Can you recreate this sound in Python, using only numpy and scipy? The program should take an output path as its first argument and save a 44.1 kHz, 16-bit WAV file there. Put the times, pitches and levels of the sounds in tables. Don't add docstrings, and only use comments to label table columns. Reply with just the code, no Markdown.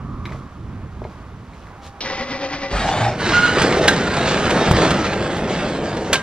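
import sys
import numpy as np
from scipy import signal
from scipy.fft import rfft, irfft, next_fast_len
from scipy.io import wavfile

SR = 44100
rng = np.random.default_rng(int(sys.argv[2]) if len(sys.argv) > 2 else 0)


def to_wav(s):
    ch = np.atleast_2d(s).T
    pcm = np.round(np.clip(ch, -1, 1) * 32767)
    wavfile.write(sys.argv[1], SR, pcm.astype(np.int16))


N = 274302
TIME = np.arange(N) / SR


def undb(db):
    return 10 ** (np.asarray(db) / 20)


def unit(x):
    return x / np.sqrt(np.mean(x ** 2))


def curve(rows, column=1):
    rows = np.array(rows)
    return np.interp(TIME, rows[:, 0], rows[:, column])


def between(start, end, fade=0.02):
    return np.clip((TIME - start) / fade, 0, 1) * np.clip((end - TIME) / fade + 1, 0, 1)


def fall(start, t60):
    return (TIME >= start) * np.exp(-np.log(1000) * np.clip((TIME - start) / t60, 0, 2))


def swells(rows):
    return np.sqrt(sum(undb(2 * db) * np.exp(-((TIME - s) / half) ** 2) for s, half, db in rows))


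def press(start, length):
    return np.sin(np.pi * np.clip((TIME - start) / length, 0, 1))


def noise():
    return rng.standard_normal(N)


def walk(rate):
    knots = rng.standard_normal(4096)
    return np.interp(TIME * rate, np.arange(len(knots)), knots)


def taps(rate, spread_db):
    contacts = (rng.random(N) < rate / SR) * np.sign(noise())
    return unit(contacts * undb(spread_db * np.clip(noise(), -2, 2)))


def through(x, response):
    return signal.oaconvolve(x, response / np.linalg.norm(response))[:N]


def gains(points, size):
    hz, db = np.transpose(points)
    bins = np.fft.rfftfreq(size, 1 / SR) + 1
    return undb(np.interp(np.log(bins), np.log(hz), db)) * np.minimum(hz[-1] / bins, 1) ** 2


def colour(x, points, size=4096):
    cepstrum = irfft(np.log(gains(points, size)))
    cepstrum[1:size // 2] *= 2
    cepstrum[size // 2 + 1:] = 0
    return through(x, irfft(np.exp(rfft(cepstrum))))


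def ring(x, modes, driven=True):
    t = TIME[:SR // 2]
    response = 0
    for k, (hz, width, db) in enumerate(modes):
        swing = (-1) ** k * undb(db) * (width if driven else 1)
        response += swing * np.exp(-np.pi * width * t) * np.sin(2 * np.pi * hz * t)
    return through(x, response)


def sheet(x, t60, ring_db):
    tail = (noise() * fall(0, t60))[:SR]
    return (x + undb(ring_db) * through(x, tail)) / np.hypot(1, undb(ring_db))


# frequency in Hz, side gain in dB.
WIDTH = [(100, -47.5), (400, -17), (1290, -15), (2380, -7.5), (4400, -1.5), (8120, 10.5), (12000, 23)]

def place(x, bearing, scatter=0.46, pan=0):
    echoes = (noise() * fall(0.0076, 0.054))[:SR // 4]
    size = next_fast_len(N + SR // 4)
    difference = 1j * bearing + scatter * rfft(echoes / np.linalg.norm(echoes), size)
    side = irfft(rfft(x, size) * difference * gains(WIDTH, size), size)[:N] + pan * x
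    return np.array([x + side, x - side])


# time in seconds, level in dB.
GUSTS = [(0, -28), (.46, -33.5), (.54, -41), (.59, -32), (.77, -33.5), (.85, -28), (.91, -33.5), (1.2, -36),
         (2.0, -45.5)]
# frequency in Hz, gain in dB.
BUFFET = [(20, -12), (55, 2), (125, 0), (215, -5.5), (400, -18), (900, -54)]
WASH = [(200, 0.5), (800, 0), (1130, 3.5), (1600, -5), (2400, -13), (6000, -42)]
# frequency and width in Hz, gain in dB.
WHIR = [(1165, 230, 0)]
# centre and half length in seconds, level in dB.
WHIR_SWELL = [(.2, .24, -41)]

def air():
    buffet = unit(colour(noise(), BUFFET)) * undb(curve(GUSTS) + 2 * walk(17))
    wash = unit(colour(noise(), WASH)) * undb(-43.5 + 1.5 * walk(11))
    whir = unit(ring(ring(noise(), WHIR), WHIR)) * swells(WHIR_SWELL)
    return place(buffet + wash + whir, bearing=-1.2, scatter=1.0, pan=-0.14)


# start in seconds, level in dB.
KNOCKS = [(0.254, -26.5), (0.292, -39), (0.32, -33), (1.04, -38.5), (1.534, -41), (1.669, -43)]
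# start in seconds, level in dB, contact in seconds.
STEPS = [(0.313, -30.5, 0.0008), (0.347, -30, 0.00085), (1.018, -24.5, 0.00085), (1.051, -23, .0007),
         (1.395, -40, .003)]
# frequency and width in Hz, gain in dB.
BOARD_MODES = [(1250, 730, -3.5), (1680, 280, 3.5), (2250, 290, -1), (4040, 390, -6)]
HEEL_MODES = [(110, 44, -13), (390, 48, -10), (780, 420, -0.5)]
# centre and half length in seconds, level in dB.
SCUFFS = [(0.34, 0.053, -48.5), (1.12, 0.07, -56), (1.6, 0.07, -53.5), (1.858, 0.023, -40),
          (5.37, .01, -36)]
# frequency in Hz, gain in dB.
SCUFF_TONE = [(500, 10), (1900, 3.5), (3600, 3.5), (6000, -3.5), (15000, -30.5)]

def boots_on_boards():
    blows = np.sign(noise()) * sum(undb(db) * fall(s, t60=0.045) for s, db in KNOCKS)
    wood = sheet(ring(blows, BOARD_MODES) + 0.5 * colour(blows, SCUFF_TONE), t60=0.19, ring_db=-5.5)
    heels = sum(undb(db) * press(s, length) for s, db, length in STEPS)
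    boots = sheet(ring(heels, HEEL_MODES, driven=False), t60=0.21, ring_db=-1.5)
    rustle = undb(-56)
    grit = colour(taps(3000, 1.4), SCUFF_TONE) * np.hypot(swells(SCUFFS), rustle)
    return place(wood + boots + grit, bearing=-0.18)


def hum(hz=799):
    level = undb(-42.5) * between(1.76, 3, fade=0.03) * fall(1.78, t60=2.5)
    return place(level * np.sin(2 * np.pi * hz * TIME), bearing=0.28)


# frequency in Hz, gain in dB.
JERK_TONE = [(150, -7.5), (340, 2.5), (1000, -3.5), (1800, -5), (3700, 3), (5800, -4.5), (7200, -38.5)]
STICKS_S, FREES_S = 2.006, 2.72

def jerk():
    clash = colour(noise() * fall(STICKS_S, t60=0.19), JERK_TONE)
    return place(undb(-26) * clash, bearing=1.0, scatter=0.77)


def surging(first_s=2.075, rate_hz=7.35, speedup_hz_per_s=5.2):
    t = TIME - first_s
    cycles = rate_hz * t + speedup_hz_per_s * t ** 2 / 2
    depth_db = 8 * np.clip(np.abs(t) / 0.18, 0, 1)
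    force_db = -24.5 - depth_db * np.sin(np.pi * cycles) ** 2 + 0.7 * walk(44.9)
    return undb(force_db) * between(STICKS_S, FREES_S, fade=0.048)


# frequency and width in Hz, gain in dB.
JUDDER_MODES = [(536.4, 14, 6), (560, 21, 0.5), (782, 18, -2), (1130, 29, -4.5), (1991, 31, 3.5),
                (2390, 78, -7)]
# time in seconds, pitch in Hz, dB relative to the force.
SPRING = [(2.14, 228, -18), (2.21, 236, -3), (2.43, 284, -3.5), (2.7, 278, -7)]
# frequency in Hz, gain in dB.
RASP = [(120, 0.5), (330, 3.5), (640, -2.5), (850, 3), (1600, -1), (2600, -2.5), (5200, -10), (6600, -22.5),
        (7600, -55)]

def judder():
    force = surging()
    slips = taps(900, 1.2) * force
    shift_db = 1.5 * np.clip((TIME - 2.26) / 0.12, 0, 1)
    low = ring(slips, JUDDER_MODES[:3]) * undb(-5 + shift_db)
    high = ring(slips, JUDDER_MODES[3:]) * undb(-7 - shift_db)
    creak = np.interp(TIME + 0.00029 * walk(22), TIME, low + high)
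    spring_hz = curve(SPRING) * (1 + 0.05 * walk(150))
    drone = np.sin(2 * np.pi * np.cumsum(spring_hz) / SR) * undb(curve(SPRING, column=2)) * force
    rasp = undb(-3.5) * colour(taps(2500, 0.87) * force, RASP)
    return place(creak + drone + rasp, bearing=1.0, scatter=0.51, pan=0.082)


def unrolling(x, t60, ring_db, count=72):
    hop = N // count
    decay = fall(0, t60)[:SR // 3]
    padded = np.pad(x, (hop, 2 * hop))
    tails = np.zeros(len(padded) + len(decay))
    for start in range(0, N + hop, hop):
        piece = padded[start:start + 2 * hop] * signal.windows.cosine(2 * hop)
        tail = signal.fftconvolve(piece, rng.standard_normal(len(decay)) * decay)
        tails[start:start + len(tail)] += tail
    return unit(unit(x) + undb(ring_db) * unit(tails[hop:hop + N]))


# time in seconds, effort in dB.
PULL = [(2.7, -9.5), (2.78, -3), (2.9, -2.5), (3.06, -3), (3.17, -13.5), (3.21, 0), (3.37, 2.5), (3.53, -1),
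        (3.61, 3), (3.75, -1.5), (3.92, 0.5), (4.06, -4), (4.3, 0.5), (4.42, -1.5), (4.6, 1), (4.69, -2)]
# centre and half length in seconds, level in dB.
REBOUNDS = [(5.53, 0.037, -10), (5.63, 0.092, -10)]
UNROLLS_S, LANDS_S, RESTS_S = 3.37, 4.72, 6.13

def shaking():
    since = np.maximum(TIME - LANDS_S, 0)
    jolt = undb(4.5) * np.minimum(since / 0.048, 1) * fall(LANDS_S, t60=2.02)
    sway = undb(-7 - 2.5 * since)
    settling_db = 10 * np.log10(jolt ** 2 + sway ** 2 + swells(REBOUNDS) ** 2)
    return np.where(TIME < LANDS_S, curve(PULL), settling_db)


# frequency in Hz, gain in dB.
BOOM = [(100, -36.5), (172, 2.5), (270, -1), (470, -1), (660, -4), (900, -10), (1300, -40.5)]
SWAY_RUMBLE = [(18, -17), (45, -3), (150, 2.5), (200, -0.5), (400, -44)]
RATTLE = [(400, -20), (750, 1.5), (1250, 5), (1600, 5), (2600, -5), (3500, -15.5), (8000, -72)]
GUIDE_SCRAPE = [(1200, -7), (2200, -1), (4000, 0), (5000, -6), (8500, -19), (11000, -55.5)]
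# centre and half length in seconds, level in dB.
BILLOWS = [(3.35, 0.04, -30.5), (3.76, 0.11, -25.5), (4.62, 0.16, -20.5), (4.88, 0.1, -22)]

def curtain():
    shake_db = shaking()
    rolled_up = 1 - np.clip((TIME - UNROLLS_S) / 0.25, 0, 1)
    chatter_db = walk(45)
    boom = unrolling(colour(taps(1100, 1.84), BOOM), t60=0.61, ring_db=-4.5)
    rumble = unit(colour(noise(), SWAY_RUMBLE))
    rattle = unrolling(colour(taps(1000, 1.4), RATTLE), t60=0.22, ring_db=-1.5)
    scrape = unrolling(colour(taps(1700, 2.0), GUIDE_SCRAPE), t60=0.053, ring_db=1.0)
    drumming = np.hypot(undb(-21 + 0.35 * shake_db - 5.5 * rolled_up), swells(BILLOWS))
    low = boom * drumming + rumble * undb(-27.5 + 0.37 * shake_db)
    high = (rattle * undb(-23.5) + scrape * undb(-28.8)) * undb(shake_db + chatter_db)
    moving = between(2.7, 7) * between(0, RESTS_S, fade=0.13)
    running = between(3.1, 7, fade=0.058)
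    body = place(low * moving, bearing=0.16)
    right_guide = place(high * running, bearing=-0.56, pan=-0.11)
    left_guide = place(high * moving * (1 - running), bearing=0.55)
    return body + right_guide + left_guide


# centre and half length in seconds, level in dB.
GROANS = [(2.755, 0.021, -27.5), (2.9, 0.068, -20), (3.035, 0.057, -20)]
# frequency and width in Hz, gain in dB.
DRUM_MODES = [(621, 22, 0), (705, 39, -2.5), (745, 22, 2.5), (836, 66, -2.5)]
# start in seconds, pitch in Hz, level in dB, t60 in seconds,
# sag in octaves a second (negative rises).
FLEXES = [(2.722, 51.7, -14.5, 0.6, 2), (3.0, 113.9, -14, 0.65, -0.5), (3.26, 395, -21.5, 1.8, 7)]

def groan():
    drum = ring(taps(1100, 2.2) * swells(GROANS), DRUM_MODES)
    drum = np.interp(TIME + 0.00062 * walk(30), TIME, drum)
    flex = 0
    for s, hz, db, t60, sag in FLEXES:
        pitch = hz * 2 ** (-sag * np.clip(TIME - s, 0, 0.16))
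        level = undb(db) * between(s, 7, fade=0.017) * fall(s, t60)
        flex += level * np.sin(2 * np.pi * np.cumsum(pitch) / SR)
    return place(drum + flex, bearing=0.55)


# centre and half length in seconds, level in dB.
SCRAPES = [(2.885, 0.029, -31), (3.35, .028, -27.5), (4.3, 0.027, -25.5), (5.525, 0.03, -32.5)]
# frequency in Hz, gain in dB.
DRAG_TONE = [(1200, -22), (2300, 2.5), (7000, -12.5), (10000, -52)]

def scrapes():
    grit = unrolling(colour(taps(900, 1.5), DRAG_TONE), t60=0.07, ring_db=0)
    return place(grit * swells(SCRAPES), bearing=-0.52, pan=-0.1)


# start in seconds, level in dB.
SLAT_KNOCKS = [(3.264, -15.5), (3.584, -12.5), (3.724, -12.5), (3.964, -14.5), (4.376, -17), (4.767, -12.5),
               (4.819, -14.5), (5.132, -18.5), (5.857, -23.5), (5.97, -21.5), (6.156, -12)]
# frequency in Hz, gain in dB.
SLAT_TONE = [(400, -5.5), (1500, 5.5), (4200, -5.5), (8000, -24), (11000, -61)]

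def slats(knock_t60=0.025):
    hard = np.sign(noise()) * sum(undb(db) * fall(s, knock_t60) for s, db in SLAT_KNOCKS)
    buzz = (noise() * fall(0, knock_t60))[:SR // 10]
    light = unit(through(taps(22, 2), buzz)) * undb(-31 + shaking()) * between(UNROLLS_S, RESTS_S)
    knocks = sheet(colour(hard + light, SLAT_TONE), t60=0.13, ring_db=-3.5)
    return place(knocks, bearing=-0.83, pan=-0.1)


# start and length in seconds, pitch in Hz, level in dB.
SQUEALS = [(3.326, 0.059, 1430, -17.5), (3.418, 0.032, 1438, -15.5), (3.471, 0.026, 1454, -22),
           (3.51, 0.1, 1460, -32)]
# multiple of the pitch, gain in dB, extra dB as the edge first bites.
SQUEAL_PARTIALS = [(1, 4, 0), (1.985, -13, 13), (2.92, -14.5, 3)]

def squeal(rise_hz_per_s=250, tremble=0.021, release_t60=0.12):
    song = 0
    for s, length, hz, db in SQUEALS:
        t = TIME - s
        pitch = (hz + rise_hz_per_s * t) * (1 + tremble * walk(700))
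        phase = 2 * np.pi * np.cumsum(pitch) / SR
        bite = np.exp(-(t / 0.017) ** 2)
        tone = sum(undb(gain + extra * bite) * np.sin(k * phase) for k, gain, extra in SQUEAL_PARTIALS)
        attack = np.clip(t / 0.014, 0, 1)
        release = undb(-60 * np.maximum(t - length, 0) / release_t60)
        song += tone * attack * release * undb(db + 1.9 * walk(260))
    return place(sheet(song, t60=0.3, ring_db=-6.5), bearing=-0.14, pan=-0.18)


# centre and half length in seconds, level in dB.
CLATTERS = [(3.63, 0.096, -22.5), (3.825, 0.059, -18), (4.35, 0.068, -24.5), (4.83, 0.058, -23.5),
            (6.112, 0.02, -25)]
# frequency and width in Hz, gain in dB.
CORRUGATION_MODES = [(297, 65, -3.5), (408, 57, 1), (502, 61, 0.5), (640, 68, -1.5)]

def clatter(rate_hz=36, t60=0.062):
    cycles = np.cumsum(rate_hz * np.exp(0.4 * walk(25))) / SR
    knocks = undb(-60 * (cycles % 1) / rate_hz / t60 + 2 * walk(40))
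    knocking = unit(ring(colour(np.sign(noise()) * knocks, BOOM), CORRUGATION_MODES))
    return place(knocking * swells(CLATTERS), bearing=-0.3)


# start in seconds, level in dB, ring and bright snap in relative dB.
CLANKS = [(3.618, -17, -10, -48), (3.879, -8, -4.5, -32), (4.505, -21.5, -20, -35), (4.711, -21, -16, -19),
          (4.906, -20, -6, -35), (6.1292, -9.5, -12, -21), (6.141, -19, -5, -33)]
# frequency in Hz, gain in dB.
CRASH_TONE = [(300, -8.5), (1000, -3), (1600, -0.5), (3600, -4), (8000, -18.5), (14000, -52)]
# frequency and width in Hz, gain in dB.
BAR_MODES = [(1000, 54, -14.5), (1580, 17, 1.5), (1680, 20, -3), (2640, 70, -17), (3440, 73, 0.5),
             (3990, 52, 0), (5800, 85, -19)]

def clanks(buzz_s=0.0099):
    contact = crash = snap = 0
    for s, db, ring_db, snap_db in CLANKS:
        blow = undb(db) * (TIME >= s) / (1 + ((TIME - s) / buzz_s) ** 4)
        crash += blow
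        contact += blow * undb(ring_db)
        snap += blow * undb(snap_db)
    steel = sheet(colour(np.sign(noise()) * crash, CRASH_TONE), t60=0.2, ring_db=-8)
    bar = ring(noise() * contact, BAR_MODES, driven=False)
    return snap * noise() + place(steel + bar, bearing=-0.75, scatter=0.23, pan=-0.1)


# start in seconds, push as a gain, contact in seconds,
# slap in dB relative to the push.
THUDS = [(4.6848, 0.4, 0.0035, -13), (4.711, 1.15, 0.0027, -7.5), (4.741, 0.4, 0.0051, -13.5),
         (4.91, .3, 0.0043, -16), (6.1233, 0.17, 0.00096, -2)]
# frequency and width in Hz, gain in dB.
PANEL_MODE = [(188, 52, 0)]
# frequency in Hz, gain in dB.
SLAP_TONE = [(300, -9), (900, 4), (1600, -7.5), (8000, -37)]

def thuds():
    push = slaps = 0
    for s, size, length, slap_db in THUDS:
        contact = size * press(s, length)
        push -= contact
        slaps += contact * undb(slap_db)
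    push = signal.sosfilt(signal.butter(1, 60, "high", fs=SR, output="sos"), push)
    boom = push + undb(-19) * ring(push, PANEL_MODE)
    slap = colour(noise() * slaps, SLAP_TONE)
    return place(sheet(boom, t60=1.0, ring_db=-4) + slap, bearing=-0.32)


# frequency in Hz, t60 in seconds, gain in dB.
BAR_RING_MODES = [(1025, 0.28, -5), (1590, 0.69, -1)]

def bar_ring(start_s=6.146):
    t = TIME - start_s
    note = sum(undb(db) * fall(start_s, t60) * np.sin(2 * np.pi * hz * t)
               for hz, t60, db in BAR_RING_MODES)
    return place(undb(-21.5) * note, bearing=-0.85, scatter=0.2)


def scene():
    door = hum() + jerk() + judder() + groan() + squeal() + curtain() + slats() + clatter() + scrapes()
    return air() + boots_on_boards() + door + clanks() + thuds() + bar_ring()


def record(dry):
    lowpass = signal.ellip(8, 0.2, 70, 15550, fs=SR, output="sos")
    return signal.sosfilt(lowpass, np.clip(dry, -1, 1))


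dry = scene()
out = record(dry)
to_wav(out)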